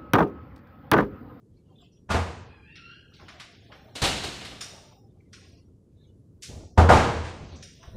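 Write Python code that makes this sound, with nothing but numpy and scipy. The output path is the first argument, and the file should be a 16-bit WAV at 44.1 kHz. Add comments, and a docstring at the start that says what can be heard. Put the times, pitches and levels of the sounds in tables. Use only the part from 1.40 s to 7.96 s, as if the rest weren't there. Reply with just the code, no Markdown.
"""A wooden front door heard indoors: blows ring its panel modes, an early bump and later two slams.
A hinge squeaks by stick-slip; a light screen door claps in its metal frame and rattles on as uneven taps.
Keys and latch click with metal resonances, soft soles thump, clothes and shoes rub, street rumble and hiss lie under.
Decaying noise gives each hit a hard room; the recorder's noise suppressor passes low rumble and cuts tails short."""
import sys
import numpy as np
from scipy import signal
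from scipy.fft import rfft, irfft, next_fast_len
from scipy.io import wavfile
from scipy.ndimage import uniform_filter1d, map_coordinates

SR = 44100
rng = np.random.default_rng(int(sys.argv[2]) if len(sys.argv) > 2 else 0)


def dump_mix(stems):
    """Bounce the given channels to the path in sys.argv[1] as a 16-bit WAV at rate SR."""
    frames = np.atleast_2d(stems).T  # one column per channel
    limited = np.clip(frames, -1, 1)  # hard clip at full scale
    pcm = np.round(limited * 32767).astype(np.int16)
    wavfile.write(sys.argv[1], SR, pcm)


def voltage_ratio(level):
    """Linear amplitude factor for a level in decibels (scalar or array-like)."""
    return 10 ** (np.asarray(level, float) / 20)


N = 289296

# edges of the five bands that colour door, screen and foot hits: [Hz]
HIT_BANDS_HZ = [40, 160, 500, 1600, 5000, 15000]
# share of the room's t60 heard after each kind of source
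DOOR_ECHO, SCREEN_ECHO, CLICK_ECHO, STEP_ECHO = 0.72, 1, 0.69, 0.6


def unit(x):
    """Scale to rms 1."""
    return x / np.sqrt(np.mean(x ** 2) + 1e-20)


def along(points, hz):
    """Interpolate (Hz, value) points on a log frequency axis."""
    f, v = np.transpose(points)
    return np.interp(np.log(hz + 1), np.log(f + 1), v)


def filtered(x, response):
    """Filter x by a complex response of frequency."""
    m = next_fast_len(len(x) + 8192)
    hz = np.fft.rfftfreq(m, 1 / SR)
    return irfft(rfft(x, m) * response(hz), m)[:len(x)]


def causal(gain):
    """Minimum-phase response with this gain, by folding the cepstrum."""
    cepstrum = irfft(np.log(gain + 1e-6))
    half = len(cepstrum) // 2
    cepstrum[1:half] *= 2
    cepstrum[half + 1:] = 0
    return np.exp(rfft(cepstrum))


def add(track, start_s, x):
    """Mix x into track from start_s."""
    part = track[round(start_s * SR):][:len(x)]
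    part += x[:len(part)]


def room(echo, build_s, early_db=5, early_s=0.055):
    """Fresh room answer: noise that builds up, an early part that fades first, a tail that dies by frequency."""
    # room decay before scaling by echo: (frequency [Hz], t60 [s])
    decay = [(60, 1.66), (300, 1.34), (800, 1.052), (3000, 1.19), (7000, 1.174), (12000, .6)]
    hz, frame_s, z = signal.stft(rng.standard_normal(SR), SR, nperseg=256)
    t60_s = echo * along(decay, hz)[:, None]
    tail = signal.istft(z * voltage_ratio(-60 * frame_s / t60_s), SR, nperseg=256)[1][:SR]
    t = np.arange(SR) / SR
    build = 1 - np.exp(-t / build_s)
    early = 1 + voltage_ratio(early_db) * np.exp(-t / early_s)
    return tail * build * early


def tinted(x, bands_hz, band_db):
    """Filter an even-coloured hit to these band levels, rolled off at both ends."""
    edges = np.array(bands_hz)
    density_db = np.array(band_db) - 10 * np.log10(np.diff(edges) / (SR / 2))
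    centres_hz = np.sqrt(edges[1:] * edges[:-1])
    shape = [(20, density_db[0] - 18), *zip(centres_hz, density_db), (16000, density_db[-1] - 21)]
    return filtered(x, lambda hz: causal(voltage_ratio(along(shape, hz))))


def resonant(x, peaks, ring_db):
    """Add second-order resonances to x: peaks are (Hz, width Hz, dB), all shifted by ring_db."""
    def response(f):
        poles = sum(voltage_ratio(db) * 1j * f * w / (c * c - f * f + 1j * f * w) for c, w, db in peaks)
        return 1 + voltage_ratio(ring_db) * poles
    return filtered(x, response)


def air():
    """Street rumble through the doorway and the microphone's own hiss: shaped noise that swells slowly."""
    # noise spectrum: (frequency [Hz], relative density [dB per Hz])
    spectrum = [(20, -28.5), (45, -14), (90, -2.5), (200, -10.5), (450, -17.5), (900, -20), (2500, -39),
                (7000, -32), (11000, -35), (15000, -47)]
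    swell = map_coordinates(rng.standard_normal(N // 1000), [np.arange(N) / SR * 5])
    noise = filtered(rng.standard_normal(N), lambda hz: voltage_ratio(along(spectrum, hz)))
    return voltage_ratio(-51.5 + 1.2 * swell) * unit(noise)


def rustle(gain, spectrum, patchy_db):
    """Rubbing noise, uneven in patches of pitch and time."""
    z = signal.stft(rng.standard_normal(N), nperseg=512)[2]
    field = uniform_filter1d(rng.standard_normal(z.shape), size=9, axis=0)
    field = uniform_filter1d(field, size=7, axis=1)
    patches = signal.istft(z * voltage_ratio(patchy_db * unit(field)), nperseg=512)[1][:N]
    return gain * unit(filtered(patches, lambda hz: voltage_ratio(along(spectrum, hz))))


def rubbing():
    """Every move swells and fades; it rustles the clothes and drags the shoes."""
    # the person moves: (middle [s], half length to 1/e [s], clothes [dB], shoes [dB])
    moves = [(.17, 0.055, -63.5, -74), (0.305, .05, -65, -59.5), (0.417, .06, -59.5, -59),
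             (0.559, 0.063, -67.5, -70), (1.815, 0.22, -61.5, -59.5), (2.346, 0.41, -63, -59),
             (3.339, 0.37, -75.5, -56), (3.814, 0.15, -70.5, -76.5), (4.088, 0.19, -62, -62),
             (4.614, 0.1, -64.5, -68), (5.117, 0.22, -78, -57), (6.099, 0.24, -58.5, -67),
             (6.529, 0.28, -63, -56.5)]
    # rubbing spectra: (frequency [Hz], relative density [dB per Hz])
    cloth = [(500, -40), (1200, -9.5), (2200, -1), (3500, 0.5), (6000, -5), (11000, -18), (15000, -28)]
    sole_drag = [(150, -31), (350, -3), (650, 4), (1100, -4.5), (2000, -25.5)]
    still_clothes_db, still_shoes_db = -78, -66.5
    middle_s, half_s, clothes_db, shoes_db = np.transpose(moves)
    swells = np.exp(-((np.arange(N)[:, None] / SR - middle_s) / half_s) ** 2)
    clothes = rustle(voltage_ratio(still_clothes_db) + swells @ voltage_ratio(clothes_db), cloth, patchy_db=3.0)
    shoes = rustle(voltage_ratio(still_shoes_db) + swells @ voltage_ratio(shoes_db), sole_drag, patchy_db=2.0)
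    return clothes + shoes


def clicks():
    """Keys, latch and handle: each click is a crack in the room with metal resonances standing out of it."""
    # small clicks: (time [s], gain [dB], body [dB], brightness [dB], ring [dB]);
    # body (700-1500 Hz) and brightness (5-8 kHz) are over the 3-5 kHz band
    hits = [(.522, -84.5, -26, 13, 9), (1.357, -58, -4, -11.5, -0.5), (1.7375, -63.5, -18, -3, -15),
            (1.7989, -76, 19.5, -9, 12), (1.8844, -59.5, 4.5, -3.5, -6), (2, -53, -4, -7.5, -10),
            (2.2613, -69, -14, -24, 7), (2.32, -62.5, 6.5, -6, -8), (3.051, -49, -14.5, -12.5, 2.5),
            (3.2095, -49, -7, -1.5, 7.5), (3.932, -62, 2.5, 1, 3.5), (5.024, -55, -13.5, 2.5, -10),
            (5.033, -53.5, -14, 3, -6.5), (6.1596, -77, -8.5, 17.5, -2.1), (6.227, -59.5, -7.5, -1.5, 8.5),
            (6.43, -71, 14, -5.5, 9.5)]
    # metal resonances: (frequency [Hz], width [Hz], level before ring [dB])
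    metal = [(2880, 38, -18), (3690, 87, -7.5), (5154, 390, -10.5), (5240, 140, -2.5), (5700, 170, 2.5),
             (6870, 85, -4), (8620, 41, 6), (9070, 28, 5.5), (11200, 84, -3.5), (11700, 53, -1.5)]
    # edges of the click's six bands: [Hz]
    click_bands_hz = [300, 700, 1500, 3000, 5000, 8000, 15000]
    out = np.zeros(N)
    for s, db, body_db, bright_db, ring_db in hits:
        crack = room(CLICK_ECHO, build_s=0.0007, early_db=3.5, early_s=.03)
        crack = resonant(crack, metal, ring_db)
        mid_db = 2.5 + 0.45 * body_db  # mids follow the body
        top_db = -7 + 0.44 * bright_db  # top follows the brightness
        colour_db = [body_db - 14, body_db, mid_db, 0, bright_db, top_db]
        add(out, s - .002, voltage_ratio(db) * tinted(crack, click_bands_hz, colour_db))
    return out


def ring(modes, build_s, blur_hz):
    """Damped modes at new strengths; wandering pitch blurs each into a narrow band."""
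    t = np.arange(SR) / SR
    strengths_db = rng.normal(0, 3.2, len(modes))
    knots = rng.standard_normal((len(modes), 128))
    tones = np.zeros(SR)
    for (hz, db, t60_s), strength_db, knot in zip(modes, strengths_db, knots):
        drift = blur_hz * np.cumsum(np.interp(t * 100, np.arange(128), knot)) / SR  # cycles
        tones += voltage_ratio(db + strength_db - 60 * t / t60_s) * np.sin(2 * np.pi * (hz * t + drift))
    return tones * (1 - np.exp(-t / build_s))


def wooden_door():
    """Each blow sounds the room and rings the door panel's modes, both built up over the contact time."""
    # blows: (time [s], gain [dB], boom [dB], crack [dB], contact [s]);
    # boom (40-160 Hz) and crack (1.6-5 kHz) are over the panel's knock (500-1600 Hz)
    blows = [(0.693, -40, -1, -10, 0.006), (0.703, -32.5, -6.5, -3.5, 0.0082),
             (0.745, -30, -4, -13.5, 0.0018), (5.377, -20.5, -0.5, -16.5, 0.0058),
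             (5.491, -14.5, -9, -19.5, 0.0045), (5.501, -15, -4.5, -8.5, 0.072),
             (5.844, -49.5, -7.5, -1, 0.0072), (5.883, -55.5, 3, -1, 0.0066)]
    # panel modes: (frequency [Hz], level [dB], t60 [s])
    wood = [(81.9, -4.5, 0.63), (204, -10.5, .35), (221, -5.5, 0.35), (353.3, -15.5, 0.83), (473, -8, 0.76),
            (499.7, -21, 0.402), (668.5, -4.5, 0.21), (759, -1, 0.32), (884, -0.5, 0.14),
            (1001, -15.5, 0.11), (1168, -4, 0.13), (1207, -3, 0.26), (1430, 2.5, 0.18), (1630, -9.5, 0.77)]
    out = np.zeros(N)
    for s, db, boom_db, crack_db, contact_s in blows:
        blow = room(DOOR_ECHO, contact_s) + voltage_ratio(-8.0) * ring(wood, contact_s, blur_hz=9)
        low_mid_db = -6 + 0.63 * boom_db  # low mids share in the boom
        colour_db = [boom_db, low_mid_db, 0, crack_db, crack_db - 9]
        add(out, s - .003, voltage_ratio(db) * tinted(blow, HIT_BANDS_HZ, colour_db))
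    return out


def hinge():
    """Stick-slip at an unsteady rate gives wavering overtones, with a scrape gated once a slip."""
    # one list per squeak: (time [s], mean slip rate [Hz], relative level [dB])
    squeaks = [
        [(1.04, 890, -73), (1.1, 835, -59), (1.2, 800, -60.5), (1.25, 830, -58), (1.29, 903, -51.5),
         (1.34, 950, -61), (1.45, 929, -66.5), (1.5, 951, -76.5)],
        [(1.35, 1329, -57.5), (1.4, 1377, -53.5), (1.5, 1411, -49), (1.55, 1430, -56), (1.62, 1437, -67.5),
         (1.72, 1406, -75.5)],
        [(1.42, 1500, -71.5), (1.5, 1562, -49.5), (1.56, 1616, -55.5), (1.65, 1630, -70), (1.72, 1640, -71)],
    ]
    # response of what the hinge hangs on: (frequency [Hz], gain [dB])
    body = [(700, -7.5), (1500, -4), (2600, 0.5), (3300, -9), (5000, -13), (6000, -20.5), (8000, -34.5)]
    dry = np.zeros(N)
    for rows in squeaks:
        s, slip_hz, db = np.transpose(rows)
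        t = np.arange(s[0], s[-1], 1 / SR)
        rate_waver, level_waver = [map_coordinates(rng.standard_normal(256), [(t - s[0]) * 90])
                                   for _ in range(2)]
        rate_hz = np.interp(t, s, slip_hz) * (1 + 0.025 * rate_waver)
        phase = 2 * np.pi * np.cumsum(rate_hz) / SR
        slips = sum(np.sin(k * phase) for k in range(1, 7))
        scrape = 0.4 * (1 + np.cos(phase)) * rng.standard_normal(len(t))
        add(dry, s[0], (slips + scrape) * voltage_ratio(np.interp(t, s, db) + 1.5 * level_waver))
    dry = filtered(dry, lambda hz: voltage_ratio(along(body, hz)))
    tail = room(CLICK_ECHO, build_s=0.0062)
    wet = signal.fftconvolve(dry, tail / np.linalg.norm(tail))[:N]
    return voltage_ratio(-5.5) * dry + voltage_ratio(-0.5) * wet


def steps():
    """Soft soles on a hollow floor: slow-building hits, mostly bass."""
    # footfalls: (time [s], thump gain [dB], sole, 160-500 Hz, over the thump [dB])
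    footfalls = [(1.798, -53, 2), (2.319, -78, 15), (3.599, -57, 2.7), (3.68, -56, -12), (3.932, -60.5, 4),
                 (4.466, -53, -18), (4.831, -63.5, -5.5), (5.079, -36, -11), (5.168, -61, 14.5),
                 (5.992, -38, -11.5), (6.118, -44, -5), (6.44, -40, -31), (6.53, -36.5, -10.5)]
    out = np.zeros(N)
    for s, db, sole_db in footfalls:
        colour_db = [0, sole_db, sole_db - 8, sole_db - 30, sole_db - 45]
        thump = tinted(room(STEP_ECHO, build_s=0.027), HIT_BANDS_HZ, colour_db)
        add(out, s, voltage_ratio(db) * thump)
    return out


def screen_door():
    """The light screen door meets its frame and bounces; the thin metal frame resonates in each clap."""
    # claps: (time [s], gain [dB], boom, 40-160 Hz, before gain [dB], contact [s])
    claps = [(2.555, -41.5, -29, 0.002), (2.62, -29.5, -4, 0.0023), (2.638, -28, -28, 0.005),
             (2.838, -39.5, -9, 0.002), (2.932, -50.5, -5.5, 0.002)]
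    # thin metal frame: (frequency [Hz], width [Hz], relative level [dB])
    frame = [(745, 110, 1), (2900, 500, -1), (3900, 900, 7.5)]
    # colour of the clap in the four upper bands: [dB]
    clap_db = [-10, -9.5, -7, -9]
    out = np.zeros(N)
    for s, db, boom_db, contact_s in claps:
        clap = resonant(room(SCREEN_ECHO, contact_s), frame, ring_db=-5)
        add(out, s - .003, voltage_ratio(db) * tinted(clap, HIT_BANDS_HZ, [boom_db, *clap_db]))
    return out


def rattle(count=14):
    """The screen frame chatters on after the clap: uneven taps that hold, then die away."""
    # colour of a tap in the five hit bands: [dB]
    tap_tint_db = [-4.5, 0, -4.5, 1, -11.5]
    start_s, hold_s, release_s = 2.66, .3, 0.23
    when, size = rng.random((count, 2)).T
    when_s = when * (hold_s + release_s)
    level_db = -43 - 16.5 * np.clip((when_s - hold_s) / release_s, 0, 1)
    taps = np.zeros(N)
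    taps[((start_s + when_s) * SR).astype(int)] = voltage_ratio(level_db - 26 * size)
    tap = tinted(room(SCREEN_ECHO, build_s=0.002), HIT_BANDS_HZ, tap_tint_db)
    return signal.fftconvolve(taps, tap)[:N]


def scene():
    """Everything at the one microphone."""
    hits = wooden_door() + screen_door() + rattle() + clicks() + steps()
    return (hits + hinge() + rubbing() + air())[None]


def suppress(x, over_db=5.0, memory=0.907, steep=0.45):
    """Turns down every narrow band whose recent power is near its quietest level; broad onsets open it at once."""
    # lowest gain of the suppressor: (frequency [Hz], gain [dB])
    floor = [(100, -2), (430, -4), (750, -25), (3000, -22), (12000, -24)]
    hz, _, z = signal.stft(np.pad(x, (0, 1024), "reflect"), SR, nperseg=1024, noverlap=768)
    power = np.abs(z) ** 2
    smoothed = signal.lfilter([1 - memory], [1, -memory], power, axis=1)
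    onset = 0.55 * uniform_filter1d(power, size=24, axis=0)  # across neighbouring bands
    recent = np.maximum(smoothed, onset)
    noise = np.quantile(uniform_filter1d(power, size=30, axis=1)[:, 8:-8], .1, axis=1)[:, None]
    noise = voltage_ratio(2 * over_db) * uniform_filter1d(noise, size=5, axis=0)
    gain = np.clip(1 - noise / (recent + 1e-20), 0, 1) ** steep
    gain = np.maximum(gain, voltage_ratio(along(floor, hz))[:, None])
    return signal.istft(z * gain, SR, nperseg=1024, noverlap=768)[1][:N]


def top_cut(x):
    """Nothing passes above the cut-off."""
    return signal.sosfilt(signal.butter(12, 15720, fs=SR, output="sos"), x)


def record(dry):
    """Noise suppressor, soft ceiling and band limit."""
    x = suppress(dry[0])
    x = x / (1 + np.abs(x / .99) ** 8) ** (1 / 8)
    mix = filtered(x, lambda hz: hz < 15600)[None]
    return top_cut(mix)


dry = scene()
out = record(dry)
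dump_mix(out)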